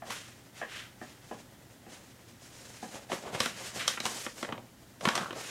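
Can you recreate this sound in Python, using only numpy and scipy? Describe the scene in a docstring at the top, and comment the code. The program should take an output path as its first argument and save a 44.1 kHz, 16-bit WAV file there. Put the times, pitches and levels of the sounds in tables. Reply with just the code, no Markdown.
"""A folded sheet of paper is handled over a wooden desk in a small, quiet room.
First it slides, with a grainy rustle of slipping fibres, among soft knocks that ring the wood.
Then it is lifted and turned over: it rubs between the fingers, its creases buckle with crisp snaps
and the swinging sheet pushes out low puffs of air. One close microphone hears it all,
over a bed of still air and faint mains hum."""
import sys
import numpy as np
from scipy import signal
from scipy.fft import rfft, irfft
from scipy.io import wavfile

SR = 44100
rng = np.random.default_rng(int(sys.argv[2]) if len(sys.argv) > 2 else 0)


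def transcribe(u):
    """Save the signal u as a 16-bit wav file named by the first command-line argument.

    u: samples, shape (n,) or (channels, n), limited to [-1, 1]; the rate is SR.
    q: integer samples, one column per channel.
    """
    v = np.clip(np.atleast_2d(u).T, -1, 1)
    q = np.round(v * 32767).astype(np.int16)
    wavfile.write(sys.argv[1], SR, q)


N = 242550
TIME = np.arange(N) / SR

# Colour of the room's still air. Each row: frequency in Hz, relative level in dB.
AIR_COLOUR = [(15, -49), (25, -20), (92, -9), (123, -6.5), (145, -9.5), (293, -9), (394, -15.5), (531, -24),
              (863, -22.5), (1070, -26), (2050, -24.5), (2220, -42), (3340, -31), (14800, -33),
              (16000, -38)]
# Mains hum and a faint electronic whine. Each row: frequency in Hz, rms level in dB.
HUM_TONES = [(120, -65), (14994, -96)]
# The room's tail. Each row: frequency in Hz, seconds to fall by 60 dB.
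ROOM_DECAY = [(150, 0.34), (700, 0.18), (3000, 0.18), (12000, 0.19)]
# Soft knocks on the desk. Each row: start in seconds, relative level in dB,
# then low thump and high edge in dB against the mids.
DESK_KNOCKS = [(0.019, -30, -14, -12), (0.613, -26.5, -16, -3), (0.623, -35.5, -12, 5.5),
               (1.013, -31.5, -3, -5), (1.31, -27, -4.5, -12), (1.863, -39.5, -0.5, -8.5),
               (2.826, -28, -5, -14), (3.096, -30, -11, -11)]
# Ring of the wooden desk. Each row: frequency in Hz, width in Hz, gain in dB.
DESK_MODES = [(210, 42, 2.5), (392, 260, -2.5), (595, 67, 4.5), (731, 160, 5.5), (880, 75, 3.5),
              (990, 73, -5.5), (1710, 105, 4), (1990, 580, -8), (3160, 720, -15.5)]
# Colour of rubbing paper. Each row: frequency in Hz, relative level in dB.
FRICTION_COLOUR = [(100, 2), (220, 2), (400, 2), (580, 6), (800, 3), (1100, 0.5), (1900, 1.5), (3300, -1),
                   (4600, -6), (7000, -6.5), (10000, -14), (13000, -24.5), (16000, -38)]
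# Strokes of paper on desk and skin. Each row: start and length in seconds, rasp level in dB,
# then rustle and hiss in dB against the rasp.
PAPER_STROKES = [(0.043, 0.04, -49.5, 3.5, -1), (0.083, 0.039, -38.5, -17.5, -3.5),
                 (0.167, 0.16, -60, -7.5, -0.5), (0.534, 0.077, -53.5, -9, -3), (0.672, 0.13, -45, -14, -9),
                 (0.977, 0.14, -59.5, -5, -1.5), (1.198, 0.2, -62.5, -0.5, 0.5),
                 (1.877, 0.06, -55, -0.5, 0.5), (2.016, 0.11, -64, -0.5, 0.5),
                 (2.255, 0.028, -62.5, -6, 1.5), (2.388, 0.069, -58.5, -4, 3), (2.508, 0.43, -58.5, -1, 3),
                 (2.904, 0.045, -51, 4, -1), (3.085, 0.058, -45.5, 3, 0), (3.219, 0.04, -49, 9.5, -5),
                 (3.304, 0.039, -44, 5, -3.5), (3.374, 0.072, -37.5, -10.5, -3.5),
                 (3.53, 0.11, -49.5, -2, 0), (3.628, 0.033, -43.5, -9, 0), (3.719, 0.057, -46, 2.5, 2.5),
                 (3.775, 0.031, -35, -14, -9), (3.852, 0.041, -38.5, -11.5, -1),
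                 (4.011, 0.15, -47, -0.5, 3.5), (4.157, 0.09, -50, -8, 5), (4.341, 0.056, -51, 0, 3),
                 (4.463, 0.037, -58, 16, -20), (4.993, 0.078, -54, 10.5, 4), (5.037, 0.15, -44, 0, -4.5),
                 (5.193, 0.032, -49, 7, -2), (5.323, 0.068, -52, 7, 0), (5.362, 0.16, -47.5, -8.5, -0.5)]
# Hollow ring of the bent sheet. Each row: frequency in Hz, width in Hz, gain in dB.
BENT_SHEET_MODES = [(610, 190, -4), (1090, 140, 3.5), (1400, 260, 1)]
# Puffs from the swinging sheet. Each row: start in seconds, level in dB, pitch in Hz.
AIR_PUFFS = [(3.346, -40, 110), (3.402, -40, 114), (5.07, -30.5, 189), (5.2, -35, 185)]
# Ring of the folded sheet. Each row: frequency in Hz, width in Hz, gain in dB.
SHEET_MODES = [(213, 202, 0.5), (524, 240, 1), (1100, 245, -1), (1520, 270, -2), (1780, 770, -5.5),
               (3110, 320, -0.5), (3780, 580, -2.5), (5600, 1520, -4.5), (7950, 4600, -13.5)]
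# The sheet buckles and flaps. Each row: start in seconds, relative level in dB,
# then low flap and high crack in dB against the mids.
CREASE_SNAPS = [(0.103, -24.5, -12, -6), (3.116, -20, -6, -18), (3.128, -24.5, 2, -20),
                (3.347, -25.5, -2, -8), (3.402, -15.5, -6, 0.5), (3.458, -19, -6, -4.5),
                (3.877, -17, -28, 5.5), (3.972, -24, -13, -23), (4.001, -25, -5.5, 1.5),
                (4.053, -19.5, -8, -1), (4.061, -21, -19, -2.5), (4.263, -23, -4, -19),
                (4.427, -22, -2, -9), (4.446, -28, -7, -19), (4.488, -30, 2, -25), (4.523, -22.5, -2, -18),
                (4.577, -34, 2, -23), (5.008, -32, -2, -5.5), (5.052, -12, -8.5, -9.5),
                (5.073, -16.5, -5, -16), (5.086, -12.5, -13.5, -8), (5.152, -18.5, -18, -1),
                (5.162, -25, -2, -7), (5.176, -18, -12, -8), (5.306, -27.5, -2, -13), (5.327, -31.5, 2, -7)]


def from_db(db):
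    """Decibels to gain."""
    return 10 ** (np.asarray(db) / 20)


def unit_rms(x):
    """Scale to an rms of one."""
    return x / np.sqrt(np.mean(x ** 2) + 1e-20)


def at_hz(points, hz):
    """Read a table on a log-frequency axis."""
    table_hz, values = np.transpose(points)
    return np.interp(np.log(np.maximum(hz, 1)), np.log(table_hz), values)


def coloured(x, colour):
    """EQ a steady signal with a smooth curve, at unit rms."""
    gains = from_db(at_hz(colour, np.arange(N // 2 + 1) * SR / N))
    return unit_rms(irfft(rfft(x) * gains, N))


def band(x, low_hz, high_hz, order=3):
    """Band-pass filter."""
    sos = signal.butter(order, [low_hz, high_hz], "band", fs=SR, output="sos")
    return signal.sosfilt(sos, x + 1e-18)


def drift(per_s):
    """A random wobble at unit rms."""
    knots = rng.standard_normal(N // 20)
    return unit_rms(np.interp(TIME * per_s, np.arange(len(knots)), knots))


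def resonate(x, modes):
    """Ring a body: parallel resonances of alternating polarity."""
    out = 0
    for k, (hz, width_hz, db) in enumerate(modes):
        radius = np.exp(-np.pi * width_hz / SR)
        poles = [1, -2 * radius * np.cos(2 * np.pi * hz / SR), radius ** 2]
        gain = (-1) ** k * from_db(db) * (1 - radius ** 2) / 2
        out = out + gain * signal.lfilter([1, 0, -1], poles, x + 1e-18)
    return out


def grains(per_s, spread_db):
    """Fibres slip as random clicks; more spread makes their sizes more uneven."""
    sizes = from_db(spread_db * np.minimum(rng.exponential(1, N), 4)) * rng.choice([-1, 1], N)
    return unit_rms(sizes * (rng.random(N) < per_s / SR))


def contacts(rows, modes, decay_s, edges_hz, trim_db, spread_db, attack_s=0.0009):
    """Each hit is a dying volley of tiny slips ringing a body, balanced in lows, mids and highs."""
    t = np.arange(SR // 8) / SR
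    envelope = (1 - np.exp(-t / attack_s)) * from_db(-60 * t / decay_s)
    out = np.zeros(N + len(t))
    for start_s, db, low_db, high_db in rows:
        slips = rng.standard_normal(len(t))
        grit_db = spread_db * rng.standard_normal(len(t) // 16 + 1).repeat(16)[:len(t)]
        body = resonate(slips * from_db(grit_db) * envelope, modes)
        at = min(round(start_s * SR), N)
        for k, part_db in enumerate([low_db, 0, high_db]):
            part = unit_rms(band(body, edges_hz[k], edges_hz[k + 1]))
            out[at:at + len(t)] += from_db(db + part_db + trim_db) * part
    return out[:N]


def room(x, wet_db, predelay_s):
    """Close walls answer after a short gap with a tail that dies band by band."""
    t, tail = np.arange(SR // 2) / SR, 0
    edges_hz = np.geomspace(60, 18000, 9)
    for low, high in zip(edges_hz, edges_hz[1:]):
        decay_s = at_hz(ROOM_DECAY, np.sqrt(low * high))
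        tail = tail + band(rng.standard_normal(len(t)), low, high) * from_db(-60 * t / decay_s)
    tail = tail * np.clip(t / predelay_s - 1, 0, 1)
    return x + from_db(wet_db) * signal.fftconvolve(x, tail / np.linalg.norm(tail))[:N]


def room_tone(air_db=-57):
    """The bed: still air, mains hum and a thin whine."""
    air = from_db(air_db) * coloured(rng.standard_normal(N), AIR_COLOUR)
    hum = sum(from_db(db) * np.sin(2 * np.pi * (hz * TIME + rng.random())) for hz, db in HUM_TONES)
    return air + np.sqrt(2) * hum


def desk_knocks():
    """Dull blows ring the wood, some way off the microphone."""
    blows = contacts(DESK_KNOCKS, DESK_MODES, decay_s=0.025, edges_hz=[110, 500, 1200, 4200],
                     trim_db=-21, spread_db=5.5)
    return room(blows, wet_db=-1, predelay_s=0.0042)


def stroke_envelope(start_s, end_s, attack_s=0.045, release_db_per_s=159):
    """A stroke gathers speed, then the paper glides to rest."""
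    swell = np.clip((TIME - start_s) / attack_s, 0, 1)
    return swell * from_db(-release_db_per_s * np.clip(TIME - end_s, 0, 1))


def friction_levels(stir_db=-67):
    """Level curves in dB for rustle, rasp and hiss: all strokes over a faint, constant stirring."""
    power = from_db(stir_db + np.array([[1.5], [0], [-2]])) ** 2
    for start_s, length_s, rasp_db, rustle_db, hiss_db in PAPER_STROKES:
        gains = from_db(rasp_db + np.array([[rustle_db], [0], [hiss_db]]))
        power = power + (gains * stroke_envelope(start_s, start_s + length_s)) ** 2
    return 10 * np.log10(power)


def friction_texture(low_hz, high_hz, per_s, spread_db):
    """One band of slipping fibres in the colour of paper, at unit rms."""
    return unit_rms(band(coloured(grains(per_s, spread_db), FRICTION_COLOUR), low_hz, high_hz))


def paper_rubbing(rustle_db, rasp_db, hiss_db):
    """Sliding paper: a lumpy rustle of the whole sheet, a grainy rasp, a fine hiss and a top sheen."""
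    catch = drift(per_s=70)  # the surface catches and lets go
    rustle = friction_texture(114, 1040, per_s=900, spread_db=2) * from_db(rustle_db + 2.1 * catch)
    rasp = friction_texture(1230, 4360, per_s=3800, spread_db=0) * from_db(rasp_db + 1.33 * catch)
    hiss = friction_texture(4400, 11900, per_s=14000, spread_db=2.5) * from_db(hiss_db + 1.47 * catch)
    sheen_db = -57 + 1.23 * (hiss_db + 45.5)  # climbs faster than the hiss: quick strokes brighten
    sheen = unit_rms(band(grains(per_s=9700, spread_db=8), 8400, 13400, order=2)) * from_db(sheen_db)
    return room(rustle + rasp + hiss + sheen, wet_db=-10, predelay_s=0.0035)


def finger_drag(level_db=-40):
    """Fingers stick and slip on the bent sheet, which answers with a hollow scrape."""
    scrape = unit_rms(resonate(grains(per_s=600, spread_db=2.5), BENT_SHEET_MODES))
    envelope = stroke_envelope(start_s=5.11, end_s=5.235)
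    return room(from_db(level_db) * scrape * envelope, wet_db=-20, predelay_s=0.005)


def air_puffs(attack_s=0.0069, width_hz=60):
    """The swinging sheet pushes air in soft, low thumps."""
    out = 0
    for start_s, db, hz in AIR_PUFFS:
        age = np.maximum(TIME - start_s, 0) / attack_s
        air = unit_rms(band(rng.standard_normal(N), hz - width_hz / 2, hz + width_hz / 2))
        out = out + from_db(db) * air * age * np.exp(1 - age)
    return out


def crinkles(rasp_db, held_s=(3.3, 6.5), per_s=22, boost_db=11, spread_db=8, flap_db=-4, crack_db=-14):
    """Small creases give way at random in the held sheet: extra snap rows that ride the rasp's level."""
    wait, softness = rng.random((2, N // 1000))
    starts_s = held_s[0] + np.cumsum(2 * wait / per_s)
    levels_db = np.interp(starts_s, TIME, rasp_db) + boost_db - spread_db * softness
    return [(s, db, flap_db, crack_db) for s, db in zip(starts_s, levels_db) if s < held_s[1]]


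def paper_snaps(rows):
    """Creases pop through and the stiff sheet rings for a moment."""
    pops = contacts(rows, SHEET_MODES, decay_s=0.027, edges_hz=[80, 700, 2500, 14000],
                    trim_db=-23, spread_db=3)
    return room(pops, wet_db=-7.5, predelay_s=0.0027)


def scene():
    """Mix room, desk and paper; one microphone feeds both channels."""
    rustle_db, rasp_db, hiss_db = friction_levels()
    mix = room_tone() + desk_knocks()
    mix += paper_rubbing(rustle_db, rasp_db, hiss_db) + finger_drag() + air_puffs()
    mix += paper_snaps(CREASE_SNAPS + crinkles(rasp_db))
    return np.tile(mix, (2, 1))


def record(dry):
    """A steep high cut at 15.9 kHz."""
    return signal.sosfilt(signal.ellip(12, 0.1, 80, 15900, fs=SR, output="sos"), dry)


dry = scene()
out = record(dry)
transcribe(out)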